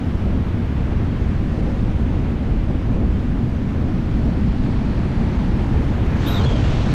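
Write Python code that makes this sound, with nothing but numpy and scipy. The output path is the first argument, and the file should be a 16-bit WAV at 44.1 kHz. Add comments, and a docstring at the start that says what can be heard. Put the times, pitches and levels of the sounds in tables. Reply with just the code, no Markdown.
"""A wingsuit flight along a cliff, heard close up from a camera microphone riding in the airstream.
From the start, eddies thump and roar on the microphone port while air rushes over helmet and suit.
Around four seconds in, pockets of helmet and suit begin to resonate and the wind builds.
Just past six seconds the rush surges: an edge whistles downward, a thin sizzle flares, a whoosh sinks.
The wind stays louder to the end. Throughout, the camera's limiter holds the peaks."""
import sys
import numpy as np
from scipy import signal
from scipy.fft import rfft, irfft, next_fast_len
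from scipy.io import wavfile
from scipy.ndimage import uniform_filter1d, minimum_filter1d, map_coordinates

SR = 44100
rng = np.random.default_rng(int(sys.argv[2]) if len(sys.argv) > 2 else 0)


def int16_out(signal):
    """Quantize to a 16-bit WAV file."""
    q = np.round(np.clip(np.atleast_2d(signal).T, -1, 1) * 32767)
    wavfile.write(sys.argv[1], SR, q.astype(np.int16))


N = 306044

# spectra of large and small eddies right on the microphone port: frequency_hz, density_db
THUMP_SPECTRUM = [(5, -3.5), (22, -2.5), (45, 0), (72, 1), (120, -3.5), (155, -6), (230, -7), (300, -13),
                  (400, -22.5), (600, -41), (1500, -88)]
ROAR_SPECTRUM = [(150, -37.5), (310, 3.5), (420, 0), (570, -2), (800, -9), (1200, -21.5), (2500, -50),
                 (6000, -94)]
# gusts that strike the port: crest_s, length_s, thump_lift_db, roar_lift_db
PORT_GUSTS = [(0.34, 0.095, 2.5, 3), (0.903, 0.14, -2, 2), (1.08, 0.29, 1.5, 2), (1.394, 0.18, 1.5, 0),
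              (1.657, 0.15, 2, 7.5), (1.864, 0.07, 2, 4), (2.166, 0.24, 1.7, 4), (2.54, 0.065, 2.5, 2.5),
              (2.727, 0.073, 3, 5), (2.936, 0.058, 4.5, 5), (3.022, 0.091, 2.5, 6), (3.367, 0.057, 1.5, 3),
              (3.87, 0.19, 2, 4), (4.26, 0.12, 3, 3.5), (4.722, 0.18, 1.5, 0), (5.222, 0.051, 3.5, 1.5),
              (5.47, 0.19, 2, -1), (5.775, 0.1, 2.5, 0.5), (6.398, 0.12, -0.5, 2), (6.51, 0.15, 1, 3)]
# brief lulls in the thumping: centre_s
THUMP_LULLS = [0.63, 1.19, 1.95, 2.39, 2.82, 3.57]
# airstream over helmet and suit, ahead of the trims in airstream(): time_s, rush_db, hiss_db
AIRSTREAM_LEVELS = [(0, -42, -59.3), (0.7, -41.7, -60.5), (1.45, -41.5, -59), (1.58, -41.5, -57.6),
                    (2.1, -42, -59.6), (2.7, -42.5, -60.5), (3.5, -43.3, -60), (4.7, -41, -57.5),
                    (5.4, -39.3, -56), (6.1, -39, -56), (6.5, -38, -55.5)]
# the airy top of the hiss: time_s, level_db
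AIR_LEVELS = [(0, -72.5), (2.7, -76), (4.42, -74), (4.6, -85), (6.2, -69), (6.5, -83)]
# spectra of the airstream's three bands, low to high: frequency_hz, density_db
RUSH_SPECTRUM = [(350, -35), (700, 2.5), (1050, 1.5), (1700, -1.5), (2400, -5.5), (3200, -10), (4500, -20),
                 (7000, -40), (12000, -80)]
HISS_SPECTRUM = [(1800, -30.5), (3200, 0.5), (4300, -1), (6000, -4.5), (7300, -9), (9000, -14.5),
                 (10500, -17), (12000, -22), (13600, -37), (15600, -46)]
AIR_SPECTRUM = [(8000, -26), (10000, -6), (11500, -4), (12500, 0), (13500, -7.5), (15000, -17),
                (15600, -25)]
# resonating pockets of helmet and suit: crest_s, length_s, centre_hz, width_hz, level_db
POCKET_RESONANCES = [(4.35, 1.4, 229, 67, -27), (5.38, 1.4, 875, 150, -45), (4.9, 1.3, 4240, 1100, -56.5),
                     (6.62, 0.6, 99, 64, -17.5)]
# spectra of the late surge's dark body and bright part: frequency_hz, density_db
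SURGE_BODY_SPECTRUM = [(350, -25), (650, 4.5), (950, -1), (1500, -5.5), (2200, -10), (3200, -19),
                       (5000, -27), (9000, -66)]
SURGE_BRIGHT_SPECTRUM = [(1000, -21), (2200, 2.5), (3300, 2.5), (4200, -1), (5000, -5), (6200, -7.5),
                         (7500, -13.5), (8700, -20.5), (10000, -34), (13000, -56)]
# spells of whistling from an edge: start_s, length_s, first_pitch_hz, last_pitch_hz, level_db, fade_db
EDGE_TONES = [(6.257, .046, 3540, 3920, -34, 0), (6.262, .04, 3420, 3140, -39.3, -2),
              (6.301, .038, 3790, 3870, -35.8, 0), (6.338, .066, 3830, 3720, -32.6, 5.5),
              (6.356, .03, 3720, 3500, -31.8, 2), (6.382, .056, 3320, 3030, -38.5, 1),
              (6.427, .032, 4070, 4230, -40, 0), (6.449, .062, 3390, 3240, -34, 5),
              (6.508, .05, 3330, 3220, -39, 0), (6.548, .072, 3270, 2890, -37.3, 5),
              (6.63, .07, 2820, 2700, -46, 3)]
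# spectrum of the thin sizzle: frequency_hz, density_db
SIZZLE_SPECTRUM = [(10200, -60), (10700, -24), (11000, -14), (11600, -7.5), (12400, 0), (13100, -5),
                   (13700, -13.5), (14700, -14.5), (15600, -28)]

TIME_S = np.arange(N) / SR


def amp(db):
    """Decibels to gain."""
    return 10 ** (np.asarray(db) / 20)


def unit(x):
    """Scale to rms 1."""
    return x / np.sqrt(np.mean(x ** 2) + 1e-20)


def curves(rows):
    """One value per sample for each column after the time."""
    times_s, *columns = np.transpose(rows)
    return [np.interp(TIME_S, times_s, column) for column in columns]


def bump(crest_s, length_s):
    """A bell of height 1; its length spans two standard deviations."""
    return np.exp(-2 * ((TIME_S - crest_s) / length_s) ** 2)


def swell(crest_s, rise_s, held_db, extra_db, settle_s=0.37):
    """A gain that rises to a crest, then settles to a held level."""
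    since_s = TIME_S - crest_s
    rising = np.exp(-(np.minimum(since_s, 0) / rise_s) ** 2)
    settling = np.exp(-np.maximum(since_s, 0) / settle_s)
    return rising * amp(held_db + extra_db * settling)


def wobble(knots_per_s):
    """A smooth curve through random knots."""
    knots = rng.standard_normal(N // 8)
    return map_coordinates(knots, [TIME_S * knots_per_s], mode="wrap")


def filtered(x, response):
    """Pass x through a response given as a function of frequency in Hz."""
    size = next_fast_len(N + 8192)
    return irfft(rfft(x, size) * response(np.fft.rfftfreq(size, 1 / SR)), size)[:N]


def turbulence(spectrum, patchy_db):
    """Wind noise of rms 1: passing eddies lift and drop patches of its spectrum."""
    cells = signal.stft(rng.standard_normal(N), nperseg=512)[2]
    patches = uniform_filter1d(rng.standard_normal(cells.shape), size=9, axis=0)  # across frequency
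    patches = uniform_filter1d(patches, size=14, axis=1)  # across time
    noise = signal.istft(cells * amp(patchy_db * unit(patches)), nperseg=512)[1][:N]
    points_hz, points_db = np.transpose(spectrum)
    return unit(filtered(noise, lambda hz: amp(np.interp(np.log(hz + 1), np.log(points_hz), points_db))))


def buffeting(flutter, build_start_s=4.13, thump_db_per_s=0.7, roar_db_per_s=2.5):
    """Right on the port, large eddies thump and smaller ones roar; both gust and grow late in flight."""
    building_s = np.maximum(TIME_S - build_start_s, 0)
    lulls = sum(bump(centre_s, length_s=0.098) for centre_s in THUMP_LULLS)
    thump_db = -18.7 + thump_db_per_s * building_s - 1.5 * lulls
    roar_db = -37 + roar_db_per_s * building_s
    for crest_s, length_s, thump_lift_db, roar_lift_db in PORT_GUSTS:
        gust = bump(crest_s, length_s)
        thump_db += thump_lift_db * gust
        roar_db += roar_lift_db * gust
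    thumps = amp(thump_db) * turbulence(THUMP_SPECTRUM, patchy_db=-0.07)
    roar = amp(roar_db + 0.23 * flutter) * turbulence(ROAR_SPECTRUM, patchy_db=0.5)
    return thumps + roar


def airstream(flutter, rush_trim_db=1.51, hiss_trim_db=2.5):
    """Air tears past helmet and suit, close to the microphone, trembling with the turbulence."""
    rush_db, hiss_db = curves(AIRSTREAM_LEVELS)
    air_db, = curves(AIR_LEVELS)
    rush = amp(rush_db + rush_trim_db) * turbulence(RUSH_SPECTRUM, patchy_db=0.5)
    hiss = amp(hiss_db + hiss_trim_db) * turbulence(HISS_SPECTRUM, patchy_db=1.0)
    air = amp(air_db) * turbulence(AIR_SPECTRUM, patchy_db=0.0)
    return amp(0.24 * flutter) * (rush + hiss + air)


def pockets():
    """Pockets of helmet and suit resonate broadly while the flow meets them at the right angle."""
    total = np.zeros(N)
    for crest_s, length_s, centre_hz, width_hz, level_db in POCKET_RESONANCES:
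        noise = rng.standard_normal(N)
        band = filtered(noise, lambda hz: 1 / (1 + ((hz - centre_hz) / width_hz) ** 2) ** 2)
        total += amp(level_db) * bump(crest_s, length_s) * unit(band)
    return total


def surge(flutter):
    """The flow swells quickly and stays louder and brighter; a full roar gathers under the hiss."""
    bright_gain = swell(crest_s=6.27, rise_s=0.093, held_db=-40.5, extra_db=1)
    body_gain = swell(crest_s=6.4, rise_s=0.29, held_db=-37.5, extra_db=2.5)
    bright = bright_gain * turbulence(SURGE_BRIGHT_SPECTRUM, patchy_db=1.0)
    body = body_gain * turbulence(SURGE_BODY_SPECTRUM, patchy_db=2.0)
    return amp(0.25 * flutter) * bright + body


def whoosh(crest_s=6.43, length_s=0.42, crest_hz=870, fall_octaves_per_s=4.5, width_hz=850, level_db=-38):
    """A broad band of roar swells and sinks in pitch as the surge passes."""
    since_s = np.clip(TIME_S - crest_s, -length_s, length_s)
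    centre_hz = crest_hz * 2 ** (-fall_octaves_per_s * since_s)
    low_noise = wobble(width_hz) + 1j * wobble(width_hz)
    band = low_noise * np.exp(2j * np.pi * np.cumsum(centre_hz) / SR)
    return amp(level_db) * bump(crest_s, length_s) * unit(band.real)


def edge_whistle(start_s, length_s, first_pitch_hz, last_pitch_hz, level_db, fade_db):
    """Vortices shed from an edge: a ragged, gliding tone whose strength and phase keep slipping."""
    flutter_hz, roughness, slips_per_s, ramp_s = 34, 0.55, 480, 0.01
    since_s = TIME_S - start_s
    progress = np.clip(since_s / length_s, 0, 1)
    glide_hz = first_pitch_hz + (last_pitch_hz - first_pitch_hz) * progress
    pitch_hz = glide_hz + flutter_hz * wobble(knots_per_s=150)
    slips = 1 + roughness * (wobble(slips_per_s) + 1j * wobble(slips_per_s))
    tone = slips * np.exp(2j * np.pi * np.cumsum(pitch_hz) / SR)
    octave = amp(-23) * unit((tone ** 2).real)
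    gate = np.clip(since_s / ramp_s, 0, 1) * np.clip((length_s - since_s) / ramp_s, 0, 1)
    return gate * amp(level_db - fade_db * progress) * (unit(tone.real) + octave)


def sizzle(start_s=6.26, attack_s=0.014, fall_after_s=0.024, level_db=-39.4, fall_db_per_s=220):
    """A very high, sputtering hiss flares as the whistle starts, holds briefly and dies away."""
    since_s = TIME_S - start_s
    attack = np.clip(since_s / attack_s, 0, 1)
    fall_db = fall_db_per_s * np.maximum(since_s - fall_after_s, 0)
    sputter_db = 0.7 * wobble(knots_per_s=250)
    return attack * amp(level_db - fall_db + sputter_db) * turbulence(SIZZLE_SPECTRUM, patchy_db=2.5)


def scene():
    """The wind at the microphone, in mono; roar, airstream and surge share one fast flutter."""
    flutter = unit(wobble(knots_per_s=23) + 1.5 * wobble(knots_per_s=60))
    wind = buffeting(flutter) + airstream(flutter) + pockets() + surge(flutter) + whoosh()
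    whistles = sum(edge_whistle(*spell) for spell in EDGE_TONES)
    return (wind + whistles + sizzle())[None]


def limiter(x, ceiling_db):
    """The gain ducks smoothly around every peak that would pass the ceiling."""
    needed_gain = np.minimum(1, amp(ceiling_db) / (np.abs(x) + 1e-9))
    held_gain = minimum_filter1d(needed_gain, size=400)
    return x * uniform_filter1d(held_gain, size=300)


def record(dry):
    """The camera limits the peaks, sheds the deepest pressure swings and cuts off the highest treble."""
    low_cut_hz, top_hz = 9, 15650
    limited = limiter(dry[0], ceiling_db=-8.5)
    high_passed = filtered(limited, lambda hz: 1j * hz / (1j * hz + low_cut_hz))
    return filtered(high_passed, lambda hz: hz < top_hz)[None]


dry = scene()
out = record(dry)
int16_out(out)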